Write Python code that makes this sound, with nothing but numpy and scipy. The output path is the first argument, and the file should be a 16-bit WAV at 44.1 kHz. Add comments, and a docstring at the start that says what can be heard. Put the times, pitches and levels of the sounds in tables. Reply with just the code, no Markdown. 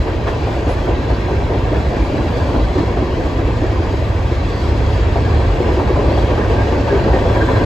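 """Steel truss bridge, heard from the river bank below: freight cars roll over it.
Span and deck rumble as noise shaped by low modes; wheels and rails roar, sing and hiss as shaped noise.
Flat spots on the wheels hammer the rail four to five times a second, as decaying bursts of noise.
Hard knocks crack and thud through the car bodies, as noise bursts and chords of modes; loose gear rattles
and clinks. A dry flange squeaks as short gliding tones, and its grinding taps come up near the end."""
import sys
import numpy as np
from scipy import signal
from scipy.fft import rfft, irfft
from scipy.io import wavfile
from scipy.ndimage import uniform_filter1d, map_coordinates

SR = 44100
rng = np.random.default_rng(int(sys.argv[2]) if len(sys.argv) > 2 else 0)


def wav_record(signal):
    """Record a signal, one row per channel, as 16-bit PCM in the file named by sys.argv[1]."""
    frames = np.transpose(np.atleast_2d(signal))
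    bounded = np.clip(frames, -1, 1)
    # unit amplitude maps onto the largest positive 16-bit level
    quanta = np.round(bounded * 32767).astype(np.int16)
    wavfile.write(sys.argv[1], SR, quanta)


N = 337365
TIME, HZ = np.arange(N) / SR, np.fft.rfftfreq(N, 1 / SR)


def gain_of(db):
    """Decibels to amplitude."""
    return 10 ** (np.asarray(db) / 20)


def evened(x):
    """Scales to an rms of one."""
    return x / np.sqrt(np.mean(x ** 2) + 1e-20)


def matched(pair):
    """Scales a stereo pair so that its mid channel has an rms of one."""
    return pair / np.std(pair.mean(0))


def read(points):
    """A table over frequency, joined on a log axis."""
    hz, value = np.transpose(points)
    return np.interp(np.log(HZ + 1), np.log(hz + 1), value)


def follow(rows, axis=1):
    """One dB column of a curve as a gain over time."""
    rows = np.asarray(rows)
    return gain_of(np.interp(TIME, rows[:, 0], rows[:, axis]))


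def drift(rate_hz):
    """Random drift of rms one, up to about rate_hz changes a second."""
    noise = rfft(rng.standard_normal(N))
    return evened(irfft(noise / (1 + (HZ / rate_hz) ** 4), N))


def decay(t, t60_s):
    """Exponential decay, down 60 dB after t60_s."""
    return np.exp(-np.log(1000) * t / t60_s)


# Resonances of the steel, shared by rolling and blows.
# Each row: frequency in Hz, width at half lift in Hz, lift in dB.
RESONANCES = [(57.5, 12, 1), (71.4, 8, -1.5), (103.2, 11, -5), (271, 29, 1), (356.4, 31, 2), (437, 22, 1),
              (568, 20, 0.5), (1620, 53, 5), (1860, 200, 3.5), (1910, 100, 1), (2240, 93, 4),
              (2550, 270, 2), (3303, 250, 6.5), (4030, 250, 4), (4590, 260, 4), (5010, 380, 4.5),
              (6620, 400, 3)]
# Likeness of left and right. Each row: frequency in Hz, coherence 0-1.
COHERENCE = [(60, .985), (140, .97), (260, .96), (420, .9), (620, .75), (1000, .66), (1350, .38),
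             (2000, .42), (2700, .7), (4400, .62), (5500, .3), (6600, .85), (15000, .8)]
# Phase between left and right. Each row: frequency in Hz, lead of left in radians.
LEFT_LEAD_RAD = [(600, 0), (1100, .35), (1400, .9), (2500, .6), (4500, .3), (6000, 0), (7400, 0),
                 (8900, -np.pi), (11000, -2 * np.pi), (13100, -3 * np.pi), (15000, -4 * np.pi)]
# Balance of left and right. Each row: frequency in Hz, left minus right in dB.
LEFT_TILT_DB = [(100, -0.8), (330, -0.5), (600, 1), (1100, 0), (1700, -2), (2400, 4.5), (3500, 2),
                (5000, 1.8), (6000, 0)]


def steel(spectrum):
    """Random force rings the steel and reaches left and right partly alike; mid rms one."""
    a, b = rfft(rng.standard_normal((2, N)))
    same = np.clip(read(COHERENCE), 0, 1)
    right = same * a + np.sqrt(1 - same ** 2) * b
    right = right * np.exp(-1j * read(LEFT_LEAD_RAD))
    side = gain_of(read(LEFT_TILT_DB) / 2)
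    lift_db = sum(db / (1 + (2 * (HZ - hz) / width_hz) ** 2) for hz, width_hz, db in RESONANCES)
    # 12 dB per octave beyond both ends of the spectrum
    low_hz, high_hz = spectrum[0][0], spectrum[-1][0]
    skirts = (np.minimum(HZ / low_hz, 1) / np.maximum(HZ / high_hz, 1)) ** 2
    colour = gain_of(read(spectrum) + lift_db) * skirts
    return matched(irfft(np.array([a * side, right / side]) * colour, N))


def steady(pair, amount, size):
    """Evens out a vibration's swing, its envelope averaged in power over size samples."""
    power = abs(signal.hilbert(pair.mean(0))) ** 2
    swing = np.sqrt(uniform_filter1d(power, size))
    return matched(pair / swing ** amount)


# Spectrum of the heaving span. Each row: frequency in Hz, density before resonances in dB per Hz.
SPAN_SPECTRUM = [(12, -40), (22, -23), (32, -10), (44, -1.5), (56, 0.5), (62, 5), (72, -10.5)]
# Spectrum of the drumming deck. 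Each row: frequency in Hz, density before resonances in dB per Hz.
DECK_SPECTRUM = [(50, -11), (62, -6.5), (72, 0), (86, -4), (103, 1), (120, -6.5), (135, -20.5), (160, -45)]
# Weight of the passing axles on span and deck. Each row: time in seconds, level before trim in dB.
AXLE_LOAD = [(0.0, -20.5), (0.2, -19), (1.09, -19.5), (1.29, -22), (1.39, -17), (2.29, -19), (2.58, -18.5),
             (3.1, -18.5), (3.28, -21), (3.38, -18.5), (4.1, -17.2), (4.47, -18.5), (4.59, -22), (4.7, -16),
             (4.97, -17.2), (5.46, -15.5), (5.66, -17.5), (6.56, -16.5), (6.76, -19), (7.15, -17),
             (7.65, -17.5)]
# Depth of the rumble. Each row: time in seconds, span against deck before trim in dB.
SPAN_OVER_DECK = [(0, 0.5), (1.2, 2.5), (2.5, 3), (4.3, -1.5), (5.2, 0), (6.8, -0.5), (7.65, 2)]


def deck(span_db=-4.0, deck_db=-0.57, steadiness=0.44):
    """The heavy span heaves and the deck drums on their low modes, with a fairly even swing."""
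    heave = gain_of(span_db) * steady(steel(SPAN_SPECTRUM), steadiness, size=3000)
    drum = gain_of(deck_db) * steady(steel(DECK_SPECTRUM), steadiness, size=2200)
    share = np.sqrt(follow(SPAN_OVER_DECK))
    return follow(AXLE_LOAD) * (heave * share + drum / share)


# Heavy axles swinging one deck mode.
# Each row: middle in seconds, time from middle to 1/e in seconds, pitch in Hz, rms level at the peak in dB.
DECK_THROBS = [(-0.001, 0.031, 58, -9), (.94, .03, 58, -14), (1.135, 0.025, 57, -15),
               (1.637, 0.024, 56, -15), (1.79, .025, 67, -18), (2.029, 0.03, 49.9, -18),
               (2.433, 0.019, 80, -15), (2.617, 0.048, 54.9, -13), (2.86, 0.025, 70, -17),
               (3.457, .025, 50, -18), (3.798, 0.096, 85, -20), (4.357, .06, 71, -18.5),
               (4.453, 0.014, 70, -12), (4.942, 0.059, 78.2, -18), (5.033, .06, 58, -13.5),
               (5.199, .022, 96, -12), (5.28, 0.08, 100, -17), (5.36, 0.051, 74.1, -18),
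               (5.505, 0.053, 49.7, -14), (5.941, 0.016, 58.6, -13), (6.07, 0.028, 61, -12.5),
               (6.625, 0.034, 107, -14), (6.802, 0.029, 61.2, -16), (7.01, .025, 62, -15),
               (7.152, 0.045, 60, -12), (7.58, 0.02, 106, -13)]


def throbs():
    """A heavy axle swings one low mode of the deck up and lets it fade."""
    out = np.zeros(N)
    for s, length_s, hz, db in DECK_THROBS:
        swell = gain_of(db) * np.sqrt(2) * np.exp(-((TIME - s) / length_s) ** 2)
        out += swell * np.sin(2 * np.pi * (hz * TIME + rng.random()))
    return out


def passing(pair, depth_db, order, size):
    """Sound of the moving wheels meets its reflections: patches order bins by size frames flare and fade at
    random."""
    z = signal.stft(pair, nperseg=2048, noverlap=1536)[2]
    patch = np.outer(np.hanning(order), np.hanning(size))[None]
    field = evened(signal.fftconvolve(rng.standard_normal((3, *z.shape[1:])), patch, "same"))
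    # half own to each channel, half common
    flare = (field[:2] + field[2]) / np.sqrt(2)
    pair = signal.istft(z * gain_of(depth_db * flare), nperseg=2048, noverlap=1536)[1]
    return matched(pair[:, :N])


def wandering(pair, share, rate_hz):
    """No two wheels are tuned alike: resonances slide by share (rms) of their pitch."""
    place = np.arange(N) + np.cumsum(share * drift(rate_hz))
    return np.array([map_coordinates(channel, [place], order=3, mode="mirror") for channel in pair])


# Rolling contact. Each row: time in seconds, roar of the girders in dB, singing of the wheels in dB,
# hiss of the treads in dB (hiss before trim).
ROLLING_LEVELS = [(0, -23, -36, -40), (.2, -22.5, -37.5, -41), (.5, -22, -37, -40.5), (1.4, -22, -37, -41),
                  (2.5, -20.5, -37, -39), (2.8, -22, -37.5, -41), (3.4, -22.5, -37, -40.5),
                  (4.3, -23.5, -36, -40.5), (5, -21.5, -35, -39.5), (5.7, -20, -35, -39.3),
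                  (6.6, -19.5, -34.5, -39), (7.65, -17.5, -35, -37.5)]
# Flanges scraping along the rail.
# Each row: middle in seconds, time from middle to 1/e in seconds, peak level before trim in dB.
FLANGE_SCRAPES = [(4.64, 0.13, -42), (4.946, 0.074, -41), (6.186, 0.21, -43)]
# Spectrum of the girders. Each row: frequency in Hz, density before resonances in dB per Hz.
GIRDER_SPECTRUM = [(90, -16), (138, 1), (175, -4), (215, -3.5), (285, -1.5), (360, -2), (480, -3.5),
                   (600, -5), (780, -13.5), (970, -10.5), (1150, -21), (1350, -31), (2000, -70)]
# Spectrum of the wheels. Each row: frequency in Hz, density before resonances in dB per Hz.
WHEEL_SPECTRUM = [(800, -39), (1150, 8.5), (1350, 0), (1900, 0), (2100, -2), (2700, -3), (3100, -16.5),
                  (4000, -47)]
# Spectrum of treads and bright gear. Each row: frequency in Hz, density before resonances in dB per Hz.
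HISS_SPECTRUM = [(2000, -29), (2700, -3.5), (3200, -3), (4000, -3), (5000, -9), (5500, -8.5), (6700, -14.5),
                 (7800, -14), (8800, -33), (11200, -21), (14500, -33.5), (16000, -46)]


def rolling(hiss_db=-0.75, roar_flutter_db=-0.62, sing_flutter_db=0.1, hiss_flutter_db=0.58):
    """Rough treads make girders roar, wheels sing and a hiss that swells when a flange scrapes."""
    rough = drift(23)  # common flutter: the roar eases as the hiss flares
    scraping = sum(gain_of(db) * np.exp(-((TIME - s) / length_s) ** 2)
                   for s, length_s, db in FLANGE_SCRAPES)
    roar = passing(steel(GIRDER_SPECTRUM), depth_db=1.43, order=5, size=16)
    roar = roar * follow(ROLLING_LEVELS, axis=1)
    sing = passing(steel(WHEEL_SPECTRUM), depth_db=2.0, order=5, size=7)
    sing = sing * follow(ROLLING_LEVELS, axis=2)
    hiss = wandering(steel(HISS_SPECTRUM), share=.012, rate_hz=3)
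    hiss = passing(hiss, depth_db=2.5, order=8, size=20)
    hiss = hiss * np.hypot(follow(ROLLING_LEVELS, axis=3), scraping)
    return (roar * gain_of(roar_flutter_db * rough)
            + sing * gain_of(sing_flutter_db * rough)
            + hiss * gain_of(hiss_db + hiss_flutter_db * rough))


def loose_parts(low_hz, high_hz, per_s, t60_s, spread_db, phase_rad, count):
    """Many small pieces of steel, tapped at random, each with its own pitch and place; mid rms one."""
    out, t = np.zeros((2, N)), np.arange(SR // 6) / SR
    for hz in np.geomspace(low_hz, high_hz, count) * rng.uniform(.98, 1.02, count):
        struck = rng.random(N) < per_s / count / SR
        taps = struck * gain_of(spread_db * np.minimum(rng.exponential(1, N), 2))
        phase = phase_rad * rng.standard_normal((2, 1))
        envelope = (1 - np.exp(-t * hz)) ** 2 * decay(t, t60_s)
        ring = low_hz / hz * envelope * np.sin(2 * np.pi * hz * t + phase)
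        out += signal.oaconvolve(taps[None], ring, axes=1)[:, :N]
    return matched(out)


# Hatches, chains and brake rods shaken by the ride.
# Each row: time in seconds, rattle of plates in dB, chatter of small parts in dB.
RATTLE_LEVELS = [(0, -44, -50), (.35, -34.5, -39.5), (2, -33.5, -39), (2.8, -33.5, -39), (3.4, -34, -41.5),
                 (4.5, -34.5, -43), (4.9, -34.5, -40), (5.5, -33, -38), (5.8, -30, -41),
                 (6.6, -31.5, -39.5), (7.65, -31.5, -37.5)]


def rattle():
    """Loose plates rattle in the middle range and small parts chatter above them."""
    plates = loose_parts(low_hz=659.4, high_hz=1128, per_s=170, t60_s=0.071, spread_db=3.0,
                         phase_rad=0.98, count=16)
    small = loose_parts(low_hz=1343.5, high_hz=3001, per_s=260, t60_s=0.11, spread_db=3.5,
                        phase_rad=1.0, count=32)
    return plates * follow(RATTLE_LEVELS, axis=1) + small * follow(RATTLE_LEVELS, axis=2)


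# Direct sound and reflections from truss and river.
# Each row: delay in seconds, strength before scaling to unit total power in dB.
REFLECTIONS = [(0, -2.5), (.012, -4), (.027, -9.5), (.058, -12)]


def strikes(times_s, levels_db, t60_s, rise_s):
    """Envelope of blows: each rises fast, dies away and returns in reflections, summed in power."""
    hits, t = np.zeros(N + SR), np.arange(SR // 2) / SR
    total = sum(gain_of(db) ** 2 for _, db in REFLECTIONS)
    for delay_s, db in REFLECTIONS:
        at = (abs(np.atleast_1d(times_s) + delay_s) * SR).astype(int)
        np.add.at(hits, at, gain_of(np.atleast_1d(levels_db) + db) ** 2 / total)
    ring = (1 - np.exp(-t / rise_s)) * decay(t, t60_s)
    return np.sqrt(abs(signal.fftconvolve(hits, ring ** 2)[:N]))


# Wheels with a flat spot, one blow a turn.
# Each row: first blow in seconds, end in seconds, one turn in seconds, nearest point in seconds,
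# then levels at the nearest point before trim: boom of the car body in dB, clang of the girders in dB,
# ring of the wheel in dB.
FLAT_SPOT_WHEELS = [(0.06, .95, .2015, 0.75, -28, -24.5, -34), (1.085, 2.2, 0.22, 1.8, -23, -25, -35),
                    (2.547, 4.1, 0.23, 2.5, -17.5, -24.5, -32), (4.525, 6.7, .21, 7.5, -19.5, -23, -34),
                    (5.662, 7.65, .2095, 6.3, -21, -23.5, -30.5), (6.865, 7.6, 0.21, 7.3, -27, -20.5, -32)]
PASS_S = 0.78  # a wheel is 3 dB fainter this long before and after its nearest point


def flat_spots():
    """One blow for every turn of a flat wheel, fading with distance: rows of (s, boom, clang, ring dB)."""
    rows = []
    for first_s, end_s, turn_s, nearest_s, *levels_db in FLAT_SPOT_WHEELS:
        for s in np.arange(first_s, end_s, turn_s):
            far_db = 10 * np.log10(1 + ((s - nearest_s) / PASS_S) ** 2)
            rows.append([s, *(np.array(levels_db) - far_db)])
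    return rows


# Cars with flat wheels. Each row: start in seconds, end in seconds, factor on the boom spectrum's pitch.
FLAT_WHEEL_CARS = [(0, 4.4, .87), (4.4, 8, 1.17)]
# Boom of a car body.
# Each row: frequency before the car's factor in Hz, density before resonances in dB per Hz.
BOOM_SPECTRUM = [(90, -6), (180, -11), (280, -0.5), (370, 2.5), (460, -2), (600, -21), (1000, -57)]
# Clang of struck girders. Each row: frequency in Hz, density before resonances in dB per Hz.
CLANG_SPECTRUM = [(300, -20), (450, -1.5), (560, 2.5), (780, -5.5), (980, -5), (1200, -16), (1500, -21),
                  (2500, -49)]


def blows(boom_db=3, clang_db=4, ring_db=1.0, spit_db=-9, steadiness=0.27):
    """Flat spots slap the rail: the car booms, the girders clang, the wheel rings and spits."""
    s, boom, clang, ring = np.transpose(flat_spots())
    girders = steady(steel(CLANG_SPECTRUM), steadiness, size=500)
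    out = girders * strikes(s, clang + clang_db, t60_s=0.19, rise_s=0.0022)
    for start_s, end_s, pitch in FLAT_WHEEL_CARS:
        own = (start_s <= s) & (s < end_s)
        body = steel([(hz * pitch, db) for hz, db in BOOM_SPECTRUM])
        body = steady(body, steadiness, size=800)
        out += body * strikes(s[own], boom[own] + boom_db, t60_s=0.27, rise_s=0.0011)
    out += steel(WHEEL_SPECTRUM) * strikes(s, ring + ring_db, t60_s=0.097, rise_s=0.0022)
    return out + steel(HISS_SPECTRUM) * strikes(s, ring + spit_db, t60_s=0.14, rise_s=.001)


def chord(modes, t, detune, apart_rad):
    """Modes (Hz, dB) retuned a little at every blow, left and right out of step; rms one."""
    hz, db = np.transpose(modes)
    hz = hz * (1 + detune * rng.uniform(-0.85, 1, len(hz)))
    turn = 2 * np.pi * (np.outer(hz, t) + rng.random((len(hz), 1)))
    apart = apart_rad * rng.choice([-1, 1], (len(hz), 1))
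    return evened(gain_of(db) @ np.sin([turn + apart, turn - apart]))


# Single hard knocks, many on a flat wheel's blows.
# Each row: start in seconds, nominal pitch of the body's thud in Hz, thud before trim in dB,
# nominal pitch of the girder's clang in Hz, clang in dB, crack before trim in dB.
HARD_KNOCKS = [(.071, 443, -23, 680, -25, -27), (.269, 302, -19.5, 1090, -29, -26),
               (.277, 391, -26, 807, -22, -24), (0.471, 400, -25, 770, -23, -40),
               (0.563, 346, -15, 700, -38, -42), (.664, 297, -17, 690, -25, -43),
               (.691, 330, -31, 709, -21.5, -40), (0.881, 396, -20, 656, -19.5, -44),
               (1.099, 393, -36, 655, -20, -31), (1.284, 366, -19, 775, -24, -42),
               (1.495, 378, -14.5, 706, -24, -42), (1.521, 436, -17, 656, -25, -34),
               (1.714, 377, -14.5, 700, -34, -40), (1.727, 345, -26, 678, -23, -31),
               (1.923, 351, -22, 696, -21, -33), (1.969, 354, -18, 700, -34, -42),
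               (2.126, 302, -14, 695, -32, -42), (2.487, 400, -30, 727, -21.5, -42),
               (2.54, 286, -22, 844, -21.5, -40), (2.753, 360, -13, 700, -28, -42),
               (2.781, 305, -17, 685, -28, -30), (2.97, 359, -13, 720, -24, -27),
               (3.172, 323, -16, 705, -31, -44), (3.207, 529, -22, 710, -35, -38),
               (3.387, 331, -15.5, 850, -30, -27.5), (3.615, 287, -17, 700, -29, -32),
               (3.634, 381, -15, 700, -28, -30), (3.818, 331, -21, 655, -23, -34),
               (4.312, 363, -17.5, 700, -43, -48), (5.157, 398, -19, 664, -17.5, -31),
               (5.382, 355, -13.5, 704, -34, -42), (5.598, 350, -12, 930, -32, -42),
               (5.653, 409, -14, 660, -24, -40), (5.685, 360, -14, 713, -21, -33),
               (5.768, 373, -12, 650, -26, -38), (5.795, 343, -16, 920, -18.5, -36),
               (5.899, 381, -13, 696, -31, -42), (5.959, 392, -18, 997, -18.5, -33),
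               (5.986, 420, -16, 650, -25, -40), (6.12, 403, -29, 706, -20, -40),
               (6.174, 405, -22, 804, -20, -34), (6.305, 459, -17, 1018, -25, -37),
               (6.376, 350, -12.5, 841, -21, -24), (6.405, 303, -17.5, 696, -30, -34),
               (6.452, 397, -20, 683, -22.5, -38), (6.497, 431, -12.5, 676, -30, -40),
               (6.585, 362, -16, 700, -30, -42), (6.61, 400, -28, 677, -20, -38),
               (6.654, 340, -18, 704, -30, -38), (6.724, 357, -12.5, 870, -22, -38),
               (6.877, 406, -31, 900, -20, -28), (6.919, 387, -7.5, 700, -32, -30),
               (6.947, 438, -14, 734, -24, -25), (7.049, 341, -13.5, 710, -28, -40),
               (7.074, 449, -17, 920, -21, -33), (7.131, 388, -11.5, 755, -17, -28),
               (7.16, 349, -21, 740, -16.5, -30), (7.251, 504, -13.5, 710, -33, -40),
               (7.357, 376, -17, 968, -19.5, -26), (7.42, 316, -14.5, 696, -32, -42),
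               (7.487, 433, -17, 970, -18.5, -28), (7.558, 306, -14.5, 672, -17.5, -24)]
# Modes of a car body. Each row: ratio to its thud pitch before detuning, relative level in dB.
BODY_MODES = [(.7, -9.5), (.85, -5), (0.998, 3.5), (1.14, -7), (1.33, -4), (1.6, -9.5)]
# Modes of a struck girder. Each row: ratio to its clang pitch before detuning, relative level in dB.
GIRDER_CHORD = [(.72, -7.5), (.86, -8), (1.001, 7), (1.17, -2.5), (1.362, -5)]
# Modes of the struck rail. Each row: frequency before detuning in Hz, relative level in dB.
RAIL_MODES = [(640, 0), (860, -8), (1060, 5), (1230, 6), (1660, -6.5), (1880, -11), (3400, -14)]
# Wheel cracking against the rail. Each row: frequency in Hz, density before resonances in dB per Hz.
CRACK_SPECTRUM = [(600, -11), (850, 2), (1200, 7), (1750, 6), (2100, -3), (3400, -12.5), (5000, -22.5)]


def knocks(thud_db=-3.5, crack_db=1, rail_db=-1, girder_t60_s=0.082, rail_t60_s=.08,
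           rise_s=0.0017, swell_s=0.0098, steadiness=0.33):
    """A wheel knocks hard on the rail: a ringing crack, a girder's clang and a thud of its own pitch."""
    s, _, _, _, clang, crack = np.transpose(HARD_KNOCKS)
    girders = steady(steel(CLANG_SPECTRUM), steadiness, size=400)
    out = girders * strikes(s, clang, t60_s=0.14, rise_s=0.00074)
    cracks = steady(steel(CRACK_SPECTRUM), steadiness, size=300)
    out += cracks * strikes(s, crack + crack_db, t60_s=0.081, rise_s=0.0011)
    t = np.arange(SR // 5) / SR
    swell = t / swell_s * np.exp(1 - t / swell_s)
    rise = 1 - np.exp(-t / rise_s)
    snap, ring = rise * decay(t, rail_t60_s), rise * decay(t, girder_t60_s)
    for start_s, body_hz, body_db, girder_hz, girder_db, snap_db in HARD_KNOCKS:
        body_modes = [(body_hz * ratio, db) for ratio, db in BODY_MODES]
        girder_modes = [(girder_hz * ratio, db) for ratio, db in GIRDER_CHORD]
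        thud = gain_of(body_db + thud_db) * swell * chord(body_modes, t, detune=0.033, apart_rad=0.12)
        girder = gain_of(girder_db) * ring * chord(girder_modes, t, detune=0.032, apart_rad=0.35)
        rail = gain_of(snap_db + rail_db) * snap * chord(RAIL_MODES, t, detune=.05, apart_rad=.5)
        part = out[:, round(start_s * SR):][:, :len(t)]
        part += (thud + girder + rail)[:, :part.shape[1]]
    return out


# Couplers and brake gear clinking. Each row: start in seconds, level in dB, t60 in seconds.
GEAR_CLINKS = [(0.27, -37, 0.28), (0.69, -38, 0.18), (2.37, -36, 0.17), (2.78, -37, 0.19), (6.165, -38, .2),
               (7.145, -37, 0.11), (7.29, -41, .12), (7.562, -47, 0.11)]


def clinks():
    """Loose gear knocks with a short bright rattle."""
    power = sum(strikes(s, db, t60_s, rise_s=0.00045) ** 2 for s, db, t60_s in GEAR_CLINKS)
    return steel(HISS_SPECTRUM) * np.sqrt(power)


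# Flange squeaks. Each row: middle in seconds, half length in seconds, pitch in Hz, glide in Hz per second,
# waver as an rms share of pitch, rms level at the peak before shiver in dB.
FLANGE_SQUEAKS = [(.713, .08, 10520, 0, .008, -54), (2.05, .1, 10450, 0, .015, -61),
                  (4.562, .2, 4590, 0, .012, -50), (6.183, .03, 3370, 0, .02, -39.5),
                  (6.204, .03, 4570, 3000, .018, -40), (6.259, .05, 10550, 0, .018, -63),
                  (6.42, .02, 1630, 0, .015, -29), (6.593, .02, 1606, 0, .005, -27),
                  (6.62, 0.03, 1620, 0, .005, -29), (6.908, 0.035, 1655, -900, .004, -26),
                  (7.014, .036, 1612, 0, .008, -31.5), (7.158, .055, 1830, -1300, .003, -30),
                  (7.377, .024, 1640, 0, .012, -29), (7.42, .024, 1606, 0, .005, -20),
                  (7.486, .03, 1740, 1500, .01, -31), (7.57, .025, 4020, 0, .02, -39)]


def squeaks(shiver_db=3.5):
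    """A flange sticks and slips and sets one wheel mode singing, unsteady in pitch and strength."""
    out, wander = np.zeros((2, N)), drift(220)
    grip = evened(gain_of(shiver_db * drift(150)))
    for s, half_s, hz, glide, waver, db in FLANGE_SQUEAKS:
        near = abs(TIME - s) < half_s
        t = TIME[near] - s
        pitch_hz = hz * (1 + waver * wander[near]) + glide * t
        turn = 2 * np.pi * np.cumsum(pitch_hz) / SR
        swell = gain_of(db) * np.sqrt(2) * np.cos(np.pi / 2 * t / half_s) ** 4 * grip[near]
        lag = np.interp(hz, HZ, read(LEFT_LEAD_RAD))
        out[:, near] += swell * np.sin([turn, turn - lag])
    return out


# A dry flange grinding as its car draws near. Each row: time in seconds, level in dB.
GRINDING_LEVELS = [(5.2, -50), (5.57, -41), (5.8, -46), (6.25, -43), (6.42, -38), (6.75, -43), (6.95, -37),
                   (7.23, -41), (7.45, -33), (7.65, -32.5)]


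def grinding():
    """Quick slips of the flange keep a few close wheel modes chattering, faint until near the end."""
    slips = loose_parts(low_hz=1530, high_hz=1848, per_s=420, t60_s=0.068, spread_db=1.5,
                        phase_rad=1.0, count=7)
    return slips * follow(GRINDING_LEVELS)


def scene():
    """The train on the bridge."""
    return (deck() + throbs() + rolling() + rattle() + blows()
            + knocks() + clinks() + squeaks() + grinding())


EDGE_HZ = 15700


def record(dry):
    """Soft overload on the highest peaks, soft ends, then the band limit."""
    held = dry / (1 + (dry / .95) ** 8) ** (1 / 8)
    held = held * signal.windows.tukey(N, .001)
    lowpass = signal.firwin(511, EDGE_HZ, window=("kaiser", 9), fs=SR)
    return signal.oaconvolve(held, lowpass[None], "same")


dry = scene()
out = record(dry)
wav_record(out)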